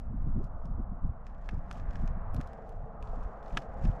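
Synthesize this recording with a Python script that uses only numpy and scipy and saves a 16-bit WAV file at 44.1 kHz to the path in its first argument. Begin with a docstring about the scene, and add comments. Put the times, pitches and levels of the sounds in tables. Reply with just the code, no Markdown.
"""Wind rumbles and thumps on the microphone; behind it a distant motor drones, slowly growing.
An angler on a frozen lake handles a short rod and reel: sleeves and gloves rub, the tackle ticks,
the slipping line squeaks, and the reel shuts once with a sharp, bouncing clack. Each contact is a
pulse that rings the reel's modes. Two dull knocks come from across the ice."""
import sys
import numpy as np
from scipy import signal
from scipy.fft import rfft, irfft
from scipy.io import wavfile
from scipy.ndimage import uniform_filter1d

SR = 44100
rng = np.random.default_rng(int(sys.argv[2]) if len(sys.argv) > 2 else 0)


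def wrap_up_sound(samples):
    """Save the sound to the file named by the first command line argument, as 16-bit audio."""
    columns = np.atleast_2d(samples).T
    # keep every value between -1 and 1, then stretch to whole-number steps
    tamed = np.clip(columns, -1, 1)
    steps = np.round(tamed * 32767).astype(np.int16)
    wavfile.write(sys.argv[1], SR, steps)


N = 176400
T = np.arange(N) / SR


def from_db(db):
    """Decibels to gain."""
    return 10 ** (np.asarray(db) / 20)


def unit_rms(x):
    """Scale to unit power."""
    return x / np.sqrt(np.mean(x ** 2) + 1e-20)


def curves(rows):
    """One curve over T per column after the time column."""
    time_s, *columns = np.transpose(rows)
    return [np.interp(T, time_s, column) for column in columns]


def spectrum_db(points, hz):
    """Interpolate in octaves; 24 dB per octave roll-off past the ends."""
    point_hz, point_db = np.transpose(points)
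    octave, known = np.log2(hz + 1), np.log2(point_hz)
    octaves_outside = np.abs(octave - np.clip(octave, known[0], known[-1]))
    return np.interp(octave, known, point_db) - 24 * octaves_outside


def coloured(x, spectrum):
    """Filter by a spectrum; unit power."""
    gain = from_db(spectrum_db(spectrum, np.fft.rfftfreq(N, 1 / SR)))
    return unit_rms(irfft(rfft(x) * gain, N))


def noise(spectrum):
    """Coloured noise, unit power."""
    return coloured(rng.standard_normal(N), spectrum)


def low_noise(edge_hz, shape, order=2):
    """Low-passed white noise."""
    return signal.sosfilt(signal.butter(order, edge_hz, fs=SR, output="sos"), rng.standard_normal(shape))


def evened(x, span_s):
    """Flatten slow level swings so an envelope can set the level."""
    size = max(int(span_s * SR), 2)
    power = uniform_filter1d(uniform_filter1d(x ** 2, size), size)
    return x / np.sqrt(power + 1e-9)


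def air_hiss(level_db=-92.5):
    """Faint steady hiss."""
    # (frequency [Hz], density [dB])
    spectrum = [(1000, 15), (3000, 11.5), (6000, -16), (10000, 0), (15000, -5)]
    return from_db(level_db) * noise(spectrum)


def far_motor(tone_width_hz=5.7):
    """Distant drone: three broad noise bands and a faint, wavering tone that sinks."""
    # (time [s], low band [dB], middle band [dB], upper band [dB])
    band_levels = [(0.0, -59.5, -66.5, -74.5), (0.21, -60, -62.5, -73.5), (0.57, -55, -59, -76),
                   (1.12, -58, -60.5, -75), (1.47, -56.5, -62.5, -67.5), (1.73, -53.5, -59, -67),
                   (1.89, -53.5, -59, -62), (2.35, -52, -54, -65.5), (2.54, -51, -60, -65),
                   (2.78, -51.5, -64, -71.5), (3.02, -52, -56, -71), (3.24, -51, -54.5, -66),
                   (3.64, -48, -58.5, -65), (4.0, -47.5, -57, -61.5)]
    # (low trim [dB], middle trim [dB], upper trim [dB])
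    trims_db = [0.07, 0.77, -0.5]
    # band spectra: (frequency [Hz], density [dB])
    low = [(250, -14), (380, -11.5), (430, -6.5), (530, -3), (605, -3), (680, 1.5), (760, -2), (845, -3),
           (930, -14), (1400, -44)]
    middle = [(600, -24), (900, -3), (1030, -0.5), (1270, -2.5), (1500, -11), (2000, -41)]
    upper = [(1100, -13), (1550, 3), (1900, -2), (2350, -12.5), (3100, -23.5), (6000, -42)]
    # (time [s], frequency [Hz], level [dB])
    tone_track = [(1.8, 465, -86), (2.55, 448, -61.5), (3.2, 437.6, -61.5), (4.0, 431.8, -67)]
    rush = sum(from_db(level_db + trim_db) * evened(noise(band), span_s=0.34)
               for level_db, trim_db, band in zip(curves(band_levels), trims_db, (low, middle, upper)))
    tone_hz, tone_db = curves(tone_track)
    waver = low_noise(tone_width_hz, (2, N))
    phase = 2 * np.pi * np.cumsum(tone_hz) / SR
    tone = unit_rms(waver[0] * np.cos(phase) + waver[1] * np.sin(phase))
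    return rush + from_db(tone_db) * tone


def far_knocks(attack_s=0.0031, t60_s=0.084):
    """Hollow knocks across the ice, dulled by distance."""
    # (time [s], level [dB])
    knocks = [(2.587, -40), (3.131, -38)]
    # (frequency [Hz], density [dB])
    spectrum = [(350, -25), (500, 7), (600, -8), (700, 11), (850, -11), (1300, -26), (2200, -47)]
    envelope = np.zeros(N)
    for time_s, level_db in knocks:
        age_s = np.maximum(T - time_s, 0)
        envelope += from_db(level_db - 60 * age_s / t60_s) * np.minimum(age_s / attack_s, 1)
    return envelope * evened(noise(spectrum), span_s=0.0091)


def wind(rumble_trim_db=1, buffet_trim_db=-0.5):
    """Turbulence at the microphone: deep rumble with lumpy buffeting above it."""
    # (time [s], rumble level [dB], buffet level [dB])
    gusts = [(0.0, -33.5, -48.5), (0.03, -41.5, -52), (0.09, -32, -51), (0.12, -39, -47),
             (0.21, -29.5, -47), (0.31, -29.5, -42.5), (0.33, -27, -52.5), (0.44, -34, -52),
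             (0.52, -39.5, -54.5), (0.57, -35.5, -48.5), (0.59, -37.5, -60), (0.76, -31.5, -49),
             (0.86, -36, -50.5), (0.95, -35.5, -46), (0.99, -45.5, -53.5), (1.04, -29, -55),
             (1.1, -29.5, -61.5), (1.12, -44.5, -54.5), (1.43, -40.5, -55), (1.56, -32, -53),
             (1.69, -44.5, -50), (1.9, -31, -49), (1.93, -41, -52), (2.03, -28, -54), (2.24, -37.5, -49.5),
             (2.34, -31.5, -58), (2.57, -50, -53), (2.74, -42, -54.5), (2.77, -36, -55.5),
             (2.95, -48.5, -51.5), (3.06, -34.5, -54), (3.29, -35.5, -52), (3.32, -50, -55.5),
             (3.5, -43, -55.5), (3.54, -31.5, -48.5), (3.65, -53, -51.5), (3.69, -40.5, -54),
             (3.79, -40, -46.5), (3.88, -23, -48), (4.0, -51.5, -48.5)]
    # (frequency [Hz], density [dB])
    rumble_spectrum = [(12, -1.5), (25, 4), (45, -1.5), (80, -12.5), (120, -21.5), (250, -44)]
    buffet_spectrum = [(50, -14), (100, -3.5), (190, -1), (260, -9), (350, -22.5), (600, -37),
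                       (1500, -66.5)]
    rumble_db, buffet_db = curves(gusts)
    rumble = from_db(rumble_db + rumble_trim_db) * evened(noise(rumble_spectrum), span_s=0.045)
    buffet = from_db(buffet_db + buffet_trim_db) * evened(noise(buffet_spectrum), span_s=0.045)
    return rumble + buffet


def low_thumps(sigma_s=0.011, low_edge_hz=83, trim_db=-0.5, size=8192):
    """Brief low thumps: wind puffs on the microphone and the dull thud of the reel's clack."""
    # (time [s], level [dB], upper edge [Hz])
    thumps = [(.11, -38, 170), (0.143, -36, 159), (0.183, -39.5, 178), (.275, -33.5, 213.6),
              (0.373, -28, 209), (0.406, -40.5, 340), (0.444, -39, 170), (0.658, -38, 150.4),
              (0.702, -37.5, 200), (.80, -35, 217), (.925, -41, 168), (1.05, -31.5, 141),
              (1.109, -42.5, 171), (1.537, -32.5, 167), (1.579, -39.5, 174), (1.897, -46, 130),
              (1.955, -42, 196), (1.992, -41, 160), (2.04, -33, 190), (2.108, -37.5, 138),
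              (2.172, -40.5, 195), (2.349, -34.5, 164), (2.392, -30.5, 204), (2.839, -45, 175),
              (3.109, -46, 159.3), (3.18, -42, 198), (3.548, -41, 159), (3.577, -41.5, 330),
              (3.856, -28.5, 166.6), (3.897, -28.5, 150)]
    out = np.zeros(N + 2 * size)
    t = (np.arange(size) - size // 2) / SR
    window = np.exp(-0.5 * (t / sigma_s) ** 2)
    highpass = signal.butter(2, low_edge_hz, "high", fs=SR, output="sos")
    for time_s, level_db, edge_hz in thumps:
        thump = window * signal.sosfilt(highpass, low_noise(edge_hz, size, order=4))
        thump *= np.sqrt(np.sum(window ** 2) / np.sum(thump ** 2))
        start = int(time_s * SR) + size // 2
        out[start:start + size] += from_db(level_db + trim_db) * thump
    return out[size:size + N]


def rustle(snaps_per_s=800, spread_db=3, flicker_db=3, flicker_hz=45, trim_db=2.5):
    """Stiff sleeves and gloves rub and catch: tiny uneven snaps over a smooth hiss."""
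    # (time [s], level [dB])
    rubbing = [(0, -81.5), (.13, -107), (.21, -90), (.25, -99), (.275, -86.5), (.34, -102), (.45, -84),
               (.55, -101), (.66, -86.5), (.8, -102), (1.23, -99), (1.27, -77.5), (1.34, -96), (1.5, -77),
               (1.63, -89.5), (1.75, -72), (1.86, -86.5), (1.96, -75), (2.1, -84), (2.17, -98), (2.3, -102),
               (2.37, -75), (2.5, -80.5), (2.6, -90), (2.72, -84), (2.98, -95), (3.06, -77.5),
               (3.25, -79.5), (3.39, -90.5), (3.58, -67), (3.7, -88), (3.79, -81), (3.855, -71), (3.9, -77),
               (4, -81.5)]
    # (frequency [Hz], density [dB])
    cloth_spectrum = [(1200, -5.5), (2500, 8), (4000, 0.5), (5300, 2), (7200, -1), (8600, -9), (10500, -15),
                      (12200, -13), (13500, -21.5)]
    sizes = from_db(spread_db * np.minimum(rng.exponential(1, N), 5)) * rng.choice([-1, 1], N)
    snaps = unit_rms(sizes * (rng.random(N) < snaps_per_s / SR))
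    level_db, = curves(rubbing)
    catching = unit_rms(low_noise(flicker_hz, N))
    envelope = from_db(level_db + trim_db + flicker_db * catching)
    return envelope * coloured(snaps + rng.standard_normal(N), cloth_spectrum)


def line_squeak(time_s=2.3468, width_s=0.005, level_db=-62):
    """The line slips with a very short, thin squeak."""
    # (frequency [Hz], density [dB])
    spectrum = [(10500, -12), (11300, -14), (11600, 3), (12000, -20), (12400, -16), (12900, -31)]
    return from_db(level_db) * np.exp(-np.abs(T - time_s) / width_s) * noise(spectrum)


def contact(slope_db_per_oct, part_hz, size=4096):
    """A sharp pulse, coloured by the touched part, rings the reel and scatters off body and ice."""
    # (frequency [Hz], level [dB])
    pulse_spectrum = [(200, -19.5), (450, -13), (800, -9), (1250, -9), (1650, -6.5), (2050, -8), (2600, -4),
                      (4000, -9.5), (6500, -7.5), (9000, -10.5), (12000, -16.5), (14500, -23.5)]
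    # (frequency [Hz], level [dB], t60 [s])
    reel_modes = [(1300, -34, 0.016), (1712, -29, .018), (2480, -37, 0.019), (3000, -40.5, 0.031),
                  (3380, -38.5, 0.024), (3650, -35.5, 0.03), (4120, -36, 0.035), (4480, -31, 0.011),
                  (4980, -37, 0.033), (5280, -35.5, 0.045), (5770, -45, 0.051)]
    slope_from_hz, pivot_hz = 1500, 3745
    part_db, part_sigma_oct = 6.5, 0.25
    scatter_db, scatter_t60_s = -22, 0.028
    hz, t = np.fft.rfftfreq(size, 1 / SR), np.arange(size) / SR
    tilt_db = slope_db_per_oct * np.log2(np.maximum(hz, slope_from_hz) / pivot_hz)
    resonance_db = part_db * np.exp(-0.5 * (np.log2((hz + 1) / part_hz) / part_sigma_oct) ** 2)
    log_gain = np.log(from_db(spectrum_db(pulse_spectrum, hz) + tilt_db + resonance_db) + 1e-4)
    mirrored = np.r_[log_gain, log_gain[-2:0:-1]]
    pulse = np.exp(np.conj(signal.hilbert(mirrored)))[:len(hz)]  # minimum phase: causal
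    scatter = from_db(scatter_db - 60 * t / scatter_t60_s) * rng.standard_normal(size)
    ring = sum(from_db(level_db - 60 * t / t60_s) * np.cos(2 * np.pi * mode_hz * t)
               for mode_hz, level_db, t60_s in reel_modes)
    return irfft(pulse * (1 + rfft(scatter + ring)), size)


def tackle(scrape_db=-28, scrape_rise_s=0.002, lead_samples=400):
    """Rod and reel tick, the reel clacks shut and bounces; surfaces scrape just before they catch."""
    # (time [s], gain [dB], slope [dB/octave], resonance of touched part [Hz])
    clack = [(3.5726, -8, -10.5, 3100), (3.5751, -12, -6.5, 1660), (3.5757, -12.5, -10, 2570)]
    ticks = [(.443, -40, 2.5, 4750), (.656, -38, -2.5, 5170), (1.268, -30.5, -10, 6800),
             (1.299, -46, -14, 5000), (1.348, -46, -4, 2950), (1.446, -46, -8, 5050),
             (1.460, -38, -8, 5200), (1.4905, -18.5, -10.5, 2450), (1.511, -38, -9, 5300),
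             (1.544, -44, -4, 5300), (1.7128, -18, -8, 1150), (1.728, -31, -1, 6030),
             (1.756, -37, -9, 2500), (1.799, -33.5, -12, 6000), (1.909, -33, -8, 5570),
             (1.957, -26, -11.5, 5930), (2.0771, -27, -8, 6200), (2.346, -27.5, -3, 1300),
             (2.365, -30, -1.5, 3800), (2.405, -35, -17, 1290), (2.4127, -23, -4, 1800),
             (2.474, -37, 2, 4170), (2.533, -33, -5, 1900), (2.693, -38, -1, 11860),
             (3.0265, -29, -5, 2620), (3.074, -38, -7, 4050), (3.429, -37.5, -5.5, 4000),
             (3.4615, -36.5, -7, 4000), (3.482, -38, -7, 4500), (3.507, -40, -12, 2800),
             (3.539, -40, -7, 4000), (3.5495, -37, -4, 3000), (3.589, -34, -5, 5000),
             (3.623, -33.5, -8, 4500), (3.742, -48, 2.5, 5500), (3.852, -25.5, -8.5, 5000),
             (3.856, -29.5, -9, 3130), (3.916, -40, -6, 3100)]
    out = np.zeros(N + SR)
    scrape_envelope = from_db(scrape_db) * np.exp(np.arange(-lead_samples, 0) / SR / scrape_rise_s)
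    for time_s, gain_db, slope_db_per_oct, part_hz in clack + ticks:
        scrape = scrape_envelope * rng.standard_normal(lead_samples)
        hit = from_db(gain_db) * np.convolve(np.r_[scrape, 1], contact(slope_db_per_oct, part_hz))
        start = int(time_s * SR) - lead_samples
        out[start:start + len(hit)] += hit
    return out[:N]


def scene():
    """Mono mix at the angler's head."""
    mix = wind() + low_thumps() + far_motor() + rustle() + tackle() + line_squeak() + far_knocks()
    return (mix + air_hiss())[None]


def record(dry):
    """Steep low-pass on the top treble."""
    stop_db, stop_hz = 60, 15500
    return signal.sosfilt(signal.cheby2(12, stop_db, stop_hz, fs=SR, output="sos"), dry)


dry = scene()
out = record(dry)
wrap_up_sound(out)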